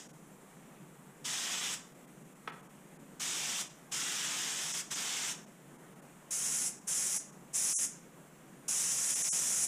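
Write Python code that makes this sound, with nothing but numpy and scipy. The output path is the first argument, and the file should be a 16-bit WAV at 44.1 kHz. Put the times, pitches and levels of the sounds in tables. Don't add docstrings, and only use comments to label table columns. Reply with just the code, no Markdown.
import sys
import numpy as np
from scipy import signal
from scipy.io import wavfile
from scipy.ndimage import uniform_filter1d

SR = 44100
rng = np.random.default_rng(int(sys.argv[2]) if len(sys.argv) > 2 else 0)


def master(y):
    cut = np.clip(np.atleast_2d(y).T, -1, 1)
    pcm = np.round(cut * 32767)
    wavfile.write(sys.argv[1], SR, pcm.astype(np.int16))


def amplitude_ratio(level_db):
    exponent = np.asarray(level_db, float) / 20
    return 10 ** exponent


N = 426447
LEAD = SR // 4


def evened(x):
    return x / np.sqrt(np.mean(x ** 2) + 1e-20)


def read(points, hz):
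    f, value = np.transpose(points)
    return np.interp(np.log(hz + 1), np.log(f + 1), value)


def noise(length, size, colour_db, patchy_db, flicker_db):
    hop = size // 4
    frames = length // hop + 5
    hz = np.fft.rfftfreq(size, 1 / SR)
    t = np.arange(frames) * hop / SR
    real, imaginary, patches = rng.standard_normal((frames, len(hz), 3)).T
    patches = uniform_filter1d(patches, size=size // 64, axis=0)
    patches = evened(uniform_filter1d(patches, size=16, axis=1))
    flicker = evened(uniform_filter1d(rng.standard_normal(frames), size=4))
    field_db = colour_db(hz[:, None], t) + patchy_db * patches + flicker_db * flicker
    spectra = (real + 1j * imaginary) * amplitude_ratio(field_db)
    return signal.istft(spectra, nperseg=size, noverlap=size - hop)[1][:length]


# (pitch_hz, level_db per Hz)
RUMBLE_COLOUR = [(15, -3), (30, -7), (55, -3.5), (80, -9), (115, -14), (160, -23.5)]
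RUMBLE_DB = -72


def recorder_rumble():
    low = noise(N, size=8192, colour_db=lambda hz, at: read(RUMBLE_COLOUR, hz) + 0 * at,
                patchy_db=0, flicker_db=0)
    return amplitude_ratio(RUMBLE_DB) * evened(low)


# (pitch_hz, level_db per Hz)
AIRFLOW_COLOUR = [(150, -3), (200, -3.5), (300, -9), (450, -12.5), (700, -16), (1100, -19), (2000, -23),
                  (3400, -30.5), (4650, -40.5), (5600, -34), (7200, -26.5), (9500, -29), (11500, -34),
                  (15200, -39)]
AIRFLOW_DB = -53.3
# (multiple of the blade rate, level_db rms)
BLADE_TONES = [(6, -82), (7, -80), (8, -80), (10, -77), (12, -86)]
# (time_s, gain_db)
BLADE_FADE = [(0, -1), (1.2, -1), (2, -6), (5.8, -7), (8.3, -10), (9.7, -10)]
BLADE_HZ = 115.2


def extractor():
    rush = noise(N, size=2048, colour_db=lambda hz, at: read(AIRFLOW_COLOUR, hz) + 0 * at,
                 patchy_db=1.1, flicker_db=.6)
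    t = np.arange(N) / SR
    waver = 1 + 0.0011 * np.sin(2 * np.pi * 0.321 * t)
    passes = BLADE_HZ * np.cumsum(waver) / SR
    tones = np.zeros(N)
    for multiple, level_db in BLADE_TONES:
        wave = np.sin(2 * np.pi * (multiple * passes + rng.random()))
        tones += np.sqrt(2) * amplitude_ratio(level_db) * wave
    fade = amplitude_ratio(np.interp(t, *np.transpose(BLADE_FADE)))
    return amplitude_ratio(AIRFLOW_DB) * evened(rush) + fade * tones


# (pitch_hz, t60_s)
BOOTH_DECAY = [(300, 1), (1300, 0.53), (3500, 0.39), (7000, 0.41), (13000, 0.22)]
BOOTH_DB = -8.5


def booth(x):
    at = np.arange(120, SR // 2 - 20, 20)
    taps = np.zeros((3, SR // 2))
    places = at + rng.integers(0, 20, (3, len(at)))
    np.put_along_axis(taps, places, rng.choice([-1., 1.], (3, len(at))), 1)
    hz, t, spectra = signal.stft(taps, SR, nperseg=256)
    fading = amplitude_ratio(-60 * t / read(BOOTH_DECAY, hz)[:, None])
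    tails = signal.istft(spectra * fading, SR, nperseg=256)[1]
    tails = amplitude_ratio(BOOTH_DB) * tails / np.linalg.norm(tails, axis=1)[:, None]
    turns = np.arange(len(x)) / SR * 4 + np.arange(3)[:, None] / 3
    shares = np.sqrt(2 / 3) * np.cos(np.pi * turns)
    late = signal.oaconvolve(x * shares, tails, axes=1).sum(0)
    return (x + late[:len(x)])[LEAD:]


# (time_s, level_db, the peak of the ringing)
BLOWS = [(2.4752, -28), (2.4798, -37), (2.504, -43), (2.52, -46), (2.539, -48)]
# (pitch_hz, level_db, t60_s)
PART_TONES = [(480, -14, .025), (720, -9, .015), (980, -8, .016), (1260, 0, .011), (1280, -25, .08),
              (1480, -2, .010), (1830, -6, .013), (2200, -12, .012), (2550, -12, .018), (2950, -12, .013),
              (3300, -14, .014), (4200, -20, .009), (5400, -22, .008)]


def knock():
    out, t = np.zeros(N + LEAD), np.arange(SR // 6) / SR
    ring = np.zeros(len(t))
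    for hz, level_db, t60 in PART_TONES:
        ring += amplitude_ratio(level_db - 60 * t / t60) * np.sin(2 * np.pi * hz * t)
    ring = ring * (1 - np.exp(-t / .0006)) ** 2
    grit = rng.standard_normal(len(t))
    crack = amplitude_ratio(-15 - 60 * abs(t - .0035) / .008) * uniform_filter1d(grit, size=3)
    rattle_band = signal.butter(2, [500, 2200], "band", fs=SR, output="sos")
    rattle = evened(signal.sosfilt(rattle_band, grit[::-1]))
    rattle = amplitude_ratio(-16 - 60 * t / .16) * rattle * (1 - np.exp(-t / .003))
    clack = ring / abs(ring).max() + crack + rattle
    for time_s, level_db in BLOWS:
        out[LEAD + round(time_s * SR):][:len(t)] += amplitude_ratio(level_db) * clack
    return out


# (opens_s, shuts_s, level_db of the jet in 5-11 kHz ahead of the booth,
# surge_db on opening, travel_s of the opening valve)
PULLS = [(-.2, -0.058, -44.5, 11, .013), (1.239, 1.742, -41, 1.5, 0.017), (3.194, 3.616, -40, 0.5, 0.0091),
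         (3.912, 4.802, -40, 1.5, 0.013), (4.9, 5.315, -41, 2, 0.017), (6.305, 6.681, -36, 0.5, 0.0065),
         (6.868, 7.168, -35, 0.5, 0.016), (7.527, 7.849, -35.5, 4, 0.031), (8.679, 9.649, -34, 0.5, 0.0056)]
# (time_s, balance_db of 1-3.5 kHz against 5-11 kHz, before the thinning)
AIM = [(0, -4), (1.5, -3.5), (3.4, -5), (4.1, -4.5), (4.47, -6), (4.7, -9), (4.95, -4), (5.1, -4),
       (5.4, -4), (6.3, -18), (7.0, -18), (7.6, -20.5), (8.7, -17.5), (9.15, -20), (9.6, -20)]
WET_S, DRY_S = 0.22, 0.055
DRY_DB, THIN_DB = 2, -4.5


def trigger(t):
    rows = np.array(PULLS)
    pull = np.clip(np.searchsorted(rows[:, 0], t) - 1, 0, None)
    opens, shuts, level_db, surge_db, _ = rows[pull].T
    first = np.exp(-np.maximum(t - opens, 0) / WET_S)
    last = np.exp(-np.maximum(shuts - t, 0) / DRY_S)
    jet_db = level_db + surge_db * first + DRY_DB * last
    balance_db = np.interp(t, *np.transpose(AIM)) + THIN_DB * (first + last)
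    return jet_db, balance_db


# (pitch_hz, level_db per Hz)
ROAR = [(300, -8), (560, -13.5), (800, -6), (1300, -4), (2400, -4), (3000, 1), (3600, 2.5), (4000, -4),
        (4500, -4.5), (5200, 0.5), (6600, 0), (7800, -1.5), (11000, -16), (15200, -21)]
# (pitch_hz, level_db per Hz)
HISS = [(300, -22), (600, -20), (1050, -17.5), (1850, -14), (3310, -14.5), (4440, -19), (5630, -3.5),
        (7050, -0.5), (8820, -5.5), (10200, -4), (12000, -20.5), (13500, -18.5), (15200, -26)]
# (pitch_hz before the drift, width_hz, change_db)
HOLLOWS = [(1905, 250, 5), (2440, 97, 5), (2940, 190, 3), (3420, 150, 3), (3830, 100, 0.5),
           (5300, 150, -0.5), (5870, 90, -8)]
# (time_s, pitch factor)
HOLLOW_DRIFT = [(1.2, 1.02), (1.8, 1), (3.4, 1.25), (4.0, 0.76), (4.7, 1.07), (5.1, 0.88)]
ROAR_AT_DB, HISS_AT_DB = -3, -19.5
JET_BAND_HZ = [5000, 11000]
JET_SIZE = 512
BLEED_S = 0.015


def jet_colour_db(hz, at):
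    ahead = at - (LEAD - JET_SIZE / 2) / SR
    share = (trigger(ahead)[1] - ROAR_AT_DB) / (HISS_AT_DB - ROAR_AT_DB)
    drift = np.interp(at - LEAD / SR, *np.transpose(HOLLOW_DRIFT))
    rung = read(ROAR, hz)
    for hollow_hz, width_hz, change_db in HOLLOWS:
        rung = rung + change_db / (1 + (2 * (hz - hollow_hz * drift) / width_hz) ** 2)
    blend = (1 - share) * rung + share * read(HISS, hz)
    band = (hz[:, 0] > JET_BAND_HZ[0]) & (hz[:, 0] < JET_BAND_HZ[1])
    return blend - 10 * np.log10(np.mean(amplitude_ratio(2 * blend[band]), axis=0))


def jet():
    t = (np.arange(N + LEAD) - LEAD) / SR
    air = noise(N + LEAD, size=JET_SIZE, colour_db=jet_colour_db, patchy_db=.8, flicker_db=.7)
    band = signal.sosfilt(signal.butter(6, JET_BAND_HZ, "band", fs=SR, output="sos"), air)
    flow = np.zeros(len(t))
    for opens, shuts, _, _, travel in PULLS:
        rise = np.sin(np.pi / 2 * np.clip((t - opens) / travel, 0, 1)) ** 2
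        flow += rise * np.exp(-np.maximum(t - shuts, 0) / BLEED_S)
    return air / np.std(band) * flow * amplitude_ratio(trigger(t)[0])


def scene():
    mono = booth(jet() + knock()) + extractor()
    return np.array([mono, mono])


# (centre_s, length_s of the gap, depth_db, kept_from_hz, kept_to_hz)
DROPS = [(.082, .001, -13, 100, 1100), (.125, .003, -14, 100, 1700), (3.69, .003, -5.5, 100, 900),
         (4.949, 0.0036, -9, 5500, 9150), (5.458, .001, -10, 100, 900), (5.777, .001, -8, 100, 1000),
         (5.95, .003, -6, 100, 1500), (6.013, .001, -16, 100, 2000), (1.599, .004, -5, 4800, 8700),
         (4.73, 0.0055, -10, 4970, 9200), (6.803, .004, -5, 100, 1000), (7.19, .004, -10.5, 5000, 11300),
         (7.315, .004, -6, 100, 1500), (7.76, 0.04, -63, 5500, 11400), (9.148, .003, -13, 5300, 11200),
         (9.233, 0.0024, -14, 5600, 11000), (9.308, 0.025, -65, 5260, 11500), (1.94, 0.0036, -4, 100, 1200),
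         (2.065, .004, -9, 100, 1700), (2.24, .004, -5, 100, 1700), (2.345, .004, -7, 100, 1700),
         (2.514, .001, -18, 100, 3000), (2.62, .004, -8, 100, 2400), (2.685, .004, -9, 100, 1700),
         (2.983, .004, -15, 100, 2800)]
DROP_FADE_S = 0.013


def dropouts(x):
    out, near = x.copy(), np.arange(-SR // 10, SR // 10)
    for centre_s, length_s, depth_db, from_hz, to_hz in DROPS:
        at = round(centre_s * SR) + near
        band = signal.butter(8, [from_hz, to_hz], "band", fs=SR, output="sos")
        kept = signal.sosfiltfilt(band, out[:, at])
        outside_s = abs(near) / SR - length_s / 2
        back = np.sin(np.pi / 2 * np.clip(outside_s / DROP_FADE_S, 0, 1)) ** 2
        gain = amplitude_ratio(depth_db) + (1 - amplitude_ratio(depth_db)) * back
        out[:, at] = kept + (out[:, at] - kept) * gain
    return out


def low_pass(x):
    return signal.sosfilt(signal.butter(12, 15550, fs=SR, output="sos"), x)


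def record(dry):
    low_cut = signal.cheby2(12, 40, 121, "high", fs=SR, output="sos")
    cut = signal.sosfilt(low_cut, dry)
    thinned = dropouts(cut + recorder_rumble())
    treble_limit = signal.firwin(1023, 15270, window=("kaiser", 10), fs=SR)
    mix = signal.oaconvolve(thinned, treble_limit[None], "same")
    return low_pass(mix)


dry = scene()
out = record(dry)
master(out)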